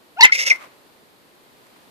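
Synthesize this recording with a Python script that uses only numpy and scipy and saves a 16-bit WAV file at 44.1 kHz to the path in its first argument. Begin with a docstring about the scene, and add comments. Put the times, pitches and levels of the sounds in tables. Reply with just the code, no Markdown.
"""A fruit bat screeches close to the microphone in a small cloth-hung enclosure. A whine of gliding overtones
rises and flares in two mouth resonances as a shrill cry, then roughens. Short gliding sine squeaks and hisses
cut through a hoarse rasp of noisy throat pulses; loud peaks overload. Soft rustles, one short knock and faint
ticks are shaped noise, over quiet background noise."""
import sys
import numpy as np
from scipy import signal
from scipy.fft import rfft, irfft
from scipy.io import wavfile
from scipy.ndimage import uniform_filter1d, map_coordinates

SR = 44100
rng = np.random.default_rng(int(sys.argv[2]) if len(sys.argv) > 2 else 0)


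def store_wav(level_fs):
    """Save 16-bit WAV to argv[1]."""
    pcm = np.round(np.clip(np.atleast_2d(level_fs), -1, 1) * 32767)
    wavfile.write(sys.argv[1], SR, pcm.T.astype(np.int16))


N = 83790
T = np.arange(N) / SR


def from_db(db):
    """Decibels to gain."""
    return 10 ** (np.asarray(db) / 20)


def rms_one(x):
    """Scale to unit power."""
    return x / np.sqrt(np.mean(x ** 2) + 1e-20)


def even(x, size):
    """Hold the short-term power at one, over a window of so many samples."""
    return x / np.sqrt(np.abs(uniform_filter1d(x * x, size)) + 1e-12)


def in_time(rows):
    """Draw each column of a timed table as a curve over every sample."""
    s, *columns = np.transpose(rows)
    return [np.interp(T, s, column) for column in columns]


def during(rows):
    """One while a timed table lasts, fading exponentially outside it."""
    outside_s = np.maximum(rows[0][0] - T, T - rows[-1][0])
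    return np.exp(-np.maximum(outside_s, 0) / .003)


def per_bin(points):
    """Read a spectrum table at every frequency bin, on a log frequency axis."""
    hz, value = np.transpose(points)
    bin_hz = np.arange(N // 2 + 1) * SR / N
    return np.interp(np.log(bin_hz + 1), np.log(hz), value)


def noise(colour):
    """Stereo noise of a given colour, independent on each side."""
    spectrum = rfft(rng.standard_normal((2, N)))
    return rms_one(irfft(spectrum * from_db(per_bin(colour)), N))


def drift(rate):
    """Smooth random motion of unit power: noise through two equal low-pass poles at a rate in Hz."""
    r = np.exp(-2 * np.pi * rate / SR)
    return rms_one(signal.lfilter([1], [1, -2 * r, r * r], rng.standard_normal(N)))


def band_noise(hz, width):
    """Air noise in one resonance whose centre may move, held at even power."""
    turn = 2 * np.pi * np.cumsum(hz * np.ones(N)) / SR
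    return even(drift(width) * np.sin(turn) + drift(width) * np.cos(turn), size=200)


def resonate(x, hz, width):
    """A two-pole resonance applied twice, for steep skirts."""
    r = np.exp(-np.pi * width * np.sqrt(2) / SR)  # each pass is wider than the pair
    section = [(1 - r * r) / 2, 0, (r * r - 1) / 2, 1, -2 * r * np.cos(2 * np.pi * hz / SR), r * r]
    return signal.sosfilt([section, section], x + 1e-18)


def throat(x):
    """The resonances of throat and mouth, ringing in parallel."""
    # resonances: centre_hz, width_hz, gain_db
    formants = [(491, 140, -16.5), (920, 420, -22), (2162, 230, 3.5), (2645, 420, -2.5), (3530, 850, -8),
                (5340, 1100, -2.5), (6440, 1800, -30), (9280, 760, -17.5), (11300, 1200, -18.5)]
    return sum(from_db(db) * resonate(x, hz, width) for hz, width, db in formants)


def background():
    """Quiet air noise and hiss; how alike the two sides are depends on frequency."""
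    # colour of the air noise: frequency_hz, relative level per Hz in dB
    air_colour = [(25, -15.5), (60, -13), (130, -4), (230, 0.5), (420, 1), (680, -3.5), (1000, -3.5),
                  (1400, -6.5), (3000, -11), (4400, -11), (5700, -19), (9000, -18.5), (14000, -17.5)]
    # likeness of left and right: frequency_hz, correlation (-1 to 1)
    likeness = [(60, 0), (130, 0.041), (280, .5), (620, 0.49), (1340, -0.3), (2900, 0.091)]
    # slow swell of the noise: time_s, level_db
    air_level = [(0, -53.5), (.75, -52), (1.2, -53.5), (1.55, -52), (1.9, -51)]
    mid, side = rfft(noise(air_colour))
    alike = np.clip(per_bin(likeness), -1, 1)
    both = irfft(np.sqrt(1 + alike) * mid + np.sqrt(1 - alike) * side * [[1], [-1]], N)
    return rms_one(both) * from_db(in_time(air_level)[0])


def cry():
    """A rising whine whose overtones flare in two mouth resonances, turning rough as it breaks."""
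    # voice of the opening cry: time_s, pitch_hz, fundamental_db, roughness (0 to 1)
    voice_path = [(.163, 640.2, -58, .1), (.171, 688, -43, 0), (.184, 766.7, -32.5, .05),
                  (.199, 956, -20, 0.09), (.206, 948, -20, 0.12), (.209, 888.7, -19.5, 0.9),
                  (.214, 873.3, -21, 0.26), (.221, 884.9, -18, .18), (.231, 998.5, -16, 0),
                  (.242, 1028, -17, 0.02), (.248, 917.6, -19.5, 0.5), (.256, 807, -30.5, 0.8),
                  (.275, 731, -63.5, 0.7)]
    # the mouth opens, resonances take over: time_s, lower_db, upper_db, upper_centre_hz
    mouth_path = [(.165, -71.5, -73, 4500), (.192, -51, -58.5, 4500), (.2065, -47, -54.5, 4582),
                  (.208, -18, -15.5, 4607), (.2105, -15.5, -4.5, 4740), (.214, -21.5, -14.5, 4475),
                  (.220, -24.5, -9, 4398), (.224, -19.5, -20, 4176), (.229, -11, -9, 3930),
                  (.235, 0.5, -30, 3983), (.243, -0.5, -29.5, 3966), (.250, -10.5, -11, 2839),
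                  (.263, -16, -24.5, 2800), (.280, -36.5, -47.5, 2786)]
    # steady resonances colouring the whine: centre_hz, width_hz, gain_db
    whine_peaks = [(1420, 64, 1.5), (2690, 340, -9)]
    lower_hz, lower_width_hz, upper_width_hz = 2122, 480, 470
    whine_db_per_octave = -32
    pitch_jitter, overtone_wobble_db = .078, 1.12
    hiss_db, hiss_follows = -13, .8  # level at a 0 dB resonance; share of the resonances' dB swing

    hz, whine_db, rough = in_time(voice_path)
    lower_db, upper_db, upper_hz = in_time(mouth_path)
    phase = 2 * np.pi * np.cumsum(hz * (1 + pitch_jitter * rough * drift(700))) / SR
    k = np.arange(1, 10)[:, None]  # harmonic numbers
    partials = np.sin(k * phase + rng.uniform(0, 2 * np.pi, k.shape))
    # from the third harmonic up, each one flutters on its own
    partials[2:] *= from_db(overtone_wobble_db * np.array([drift(300) for _ in k[2:]]))

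    def peak(centre, width):
        """Gain of each overtone in a resonance; the fundamental gets none."""
        detune = (k * hz / centre - centre / (k * hz)) * centre / width
        return (1 + detune ** 2) ** -.8 * (k > 1)

    whine = from_db(whine_db_per_octave * np.log2(k))
    whine = whine + sum(from_db(db) * peak(centre, width) for centre, width, db in whine_peaks)
    out = from_db(whine_db) * np.sqrt(2) * (whine * partials).sum(0)

    # roughness trades tone for breath at constant power
    resonances = ((lower_hz, lower_width_hz, lower_db), (upper_hz, upper_width_hz, upper_db))
    for centre, width, db in resonances:
        weights = peak(centre, width)
        tone = (weights * partials).sum(0) / np.sqrt((weights ** 2).sum(0) / 2)
        air = band_noise(centre, width) * (1 + .33 * np.sin(phase))  # breath pulses with the pitch
        out += from_db(db) * (np.sqrt(1 - rough ** 2) * tone + rough * air)

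    # broad hiss of the open mouth
    hiss = rms_one(throat(rng.standard_normal(N)))
    out += hiss * from_db(hiss_db + hiss_follows * np.maximum(lower_db, upper_db))
    return out * during(voice_path)


def two_ports(voice):
    """As the head turns, the voice reaches the left port later, with less treble and more bass."""
    # the head turns: time_s, left_delay_ms
    head_path = [(.20, 0.14), (.245, 0.24), (.33, .28), (.51, 0.31)]
    left_gain_db, treble_shadow_db, shadow_hz = 2.78, -12.5, 4200
    low_cut = signal.butter(3, 330, "high", fs=SR, output="sos")  # the microphone cuts the low bass
    right = signal.sosfilt(low_cut, voice)
    bass = signal.sosfiltfilt(signal.butter(3, shadow_hz, fs=SR, output="sos"), right)
    treble = right - bass
    left = (bass + from_db(treble_shadow_db) * treble) * from_db(left_gain_db)
    lag_s = in_time(head_path)[0] / 1000
    late_left = map_coordinates(left, [(T - lag_s) * SR], order=3, mode="nearest")
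    return np.array([late_left, right])


def enclosure(x):
    """A short dull tail of dense reflections, decaying noise that differs at each port."""
    t60_s, gap_s, dull_hz, level_db = .14, .003, 7500, -13
    t = T[:SR // 2]
    tail = rng.standard_normal((2, len(t))) * from_db(-60 * t / t60_s) * (t > gap_s)
    tail /= np.sqrt((tail ** 2).sum(1, keepdims=True))
    tail = signal.sosfilt(signal.butter(1, dull_hz, fs=SR, output="sos"), tail)
    return from_db(level_db) * signal.fftconvolve(x, tail, axes=1)[:, :N]


def squeaks():
    """Near-pure whistles that swell and glide, each with a faint octave above."""
    # squeaks: peak_s, attack_s, release_s, level_db, pitch_hz at the peak, glide in octaves per s
    whistles = [(0.2537, .0025, .004, 0, 2080, -5.5), (.268, .006, 0.01, -25.5, 2030, -9),
                (.298, 0.0029, .004, -26, 1406, 14.5), (0.307, .003, .005, -41, 1972, 1),
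                (0.3255, 0.0026, 0.0054, -7, 2152, 0), (0.333, 0.0023, .005, -11.5, 2169, 4.5),
                (.359, .008, .010, -24.5, 2477, -5), (.505, 0.0021, .004, -11, 2523, -9.5),
                (.513, .004, .0027, -5, 2195, -20), (0.518, .002, 0.0035, -8, 2100, -6.5),
                (.529, .002, .005, -20.5, 2100, -3.5)]
    pitch_jitter, octave_db = .018, -30.5
    out = np.zeros(N)
    waver = 1 + pitch_jitter * drift(284)
    for s, attack, release, db, hz, glide in whistles:
        t = T - s
        pitch = hz * waver * 2 ** (glide * np.clip(t, -.02, .02))
        phase = 2 * np.pi * np.cumsum(pitch) / SR
        swell = np.exp(-(t / np.where(t < 0, attack, release)) ** 2)
        tone = np.sin(phase) + from_db(octave_db) * np.sin(2 * phase)
        out += from_db(db) * np.sqrt(2) * swell * tone
    return out


def rasp():
    """Irregular throat pulses, each with a puff of air, ring the resonances of the mouth."""
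    # effort of the hoarse rasp: time_s, level_db
    effort = [(.317, -59.5), (.322, -23), (.330, -24), (.357, -20), (.364, -29), (.377, -28.5), (.391, -18),
              (.426, -21.5), (.431, -24.5), (.438, -19), (.447, -34.5), (.462, -23), (.468, -16),
              (.483, -17.5), (.495, -26.5), (.503, -18.5), (.520, -28.5), (.535, -47.5), (.570, -47.5)]
    pulses_per_s, rate_jitter = 350, .36  # middle rate; spread of its natural log
    puff_decay_s, puff_gain = .0027, .93
    flutter_per_s, flutter_db = 86, 1

    cycles = np.cumsum(pulses_per_s * np.exp(rate_jitter * drift(200))) / SR
    pulses = np.diff(np.floor(cycles), prepend=0)  # a click at each whole cycle
    puff_level = signal.lfilter([1], [1, -np.exp(-1 / (puff_decay_s * SR))], pulses)
    puffs = puff_level * rng.standard_normal(N)
    voice = throat(.5 * rms_one(pulses) + puff_gain * rms_one(puffs))
    # the throat flaps slowly under the fast pulses
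    flap_hz = flutter_per_s * np.exp(rate_jitter * drift(40))
    flutter = np.sin(2 * np.pi * np.cumsum(flap_hz) / SR)
    level_db = in_time(effort)[0] + flutter_db * flutter
    return even(voice, size=400) * from_db(level_db) * during(effort)


def spits():
    """Sharp little hisses in the upper mouth resonance as the mouth snaps open."""
    # bursts of hiss: peak_s, half_length_s, level_db, centre_hz
    bursts = [(0.3229, .0017, -18, 4850), (.330, .008, -30.5, 4900), (.503, .004, -20.5, 5600)]
    out = np.zeros(N)
    for s, half, db, hz in bursts:
        out += from_db(db) * np.exp(-((T - s) / half) ** 2) * band_noise(hz, width=650)
    return out


def movements():
    """Wings brush the cloth, one short knock falls among them, and claws tick: all shaped noise."""
    # rustles of wing and cloth, and one short knock at .5215 s: peak_s, half_length_s, level_db
    swells = [(.47, 0.093, -47), (.5215, 0.0026, -29), (.535, 0.036, -42.5), (0.63, 0.037, -41),
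              (0.714, 0.063, -58.5), (1.493, 0.0084, -61.5), (1.666, 0.0092, -56.5), (1.764, 0.011, -54)]
    # colour of the rustles and the knock: frequency_hz, relative_db
    swell_colour = [(40, -49.5), (200, -19.5), (580, -2.5), (820, -6.5), (1100, 1.5), (1700, -6.5),
                    (2200, -3), (3200, -13), (6000, -21), (14000, -28)]
    # small claw ticks: start_s, level_db
    ticks = [(.528, -31), (0.546, -40), (0.56, -37), (.655, -47), (1.668, -52), (1.818, -54.5)]
    # colour of the ticks: frequency_hz, relative_db
    tick_colour = [(200, -45), (1000, -14), (2200, -8), (4000, -7), (6500, -6.5), (14000, -13.5)]
    tick_decay_s = .0013
    swell = sum(from_db(db) * np.exp(-((T - s) / half) ** 2) for s, half, db in swells)
    swell = swell * from_db(1.2 * drift(94))  # the level flickers
    tick = sum(from_db(db) * np.exp(-np.abs(T - s) / tick_decay_s) * (T >= s) for s, db in ticks)
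    return swell * noise(swell_colour) + tick * noise(tick_colour)


def scene():
    """The bat's voice at two ports and its reflections, with movements over the background."""
    bat = two_ports(cry() + squeaks() + spits() + rasp())
    return bat + enclosure(bat) + movements() + background()


def record(dry):
    """The loudest peaks bend smoothly into overload; then the top is cut."""
    knee = 8  # higher bends later and harder
    clipped = dry / (1 + np.abs(dry) ** knee) ** (1 / knee)
    top_cut = signal.cheby2(14, 40, 14900, fs=SR, output="sos")  # stopband starts at 14900 Hz
    return signal.sosfiltfilt(top_cut, clipped)


dry = scene()
out = record(dry)
store_wav(out)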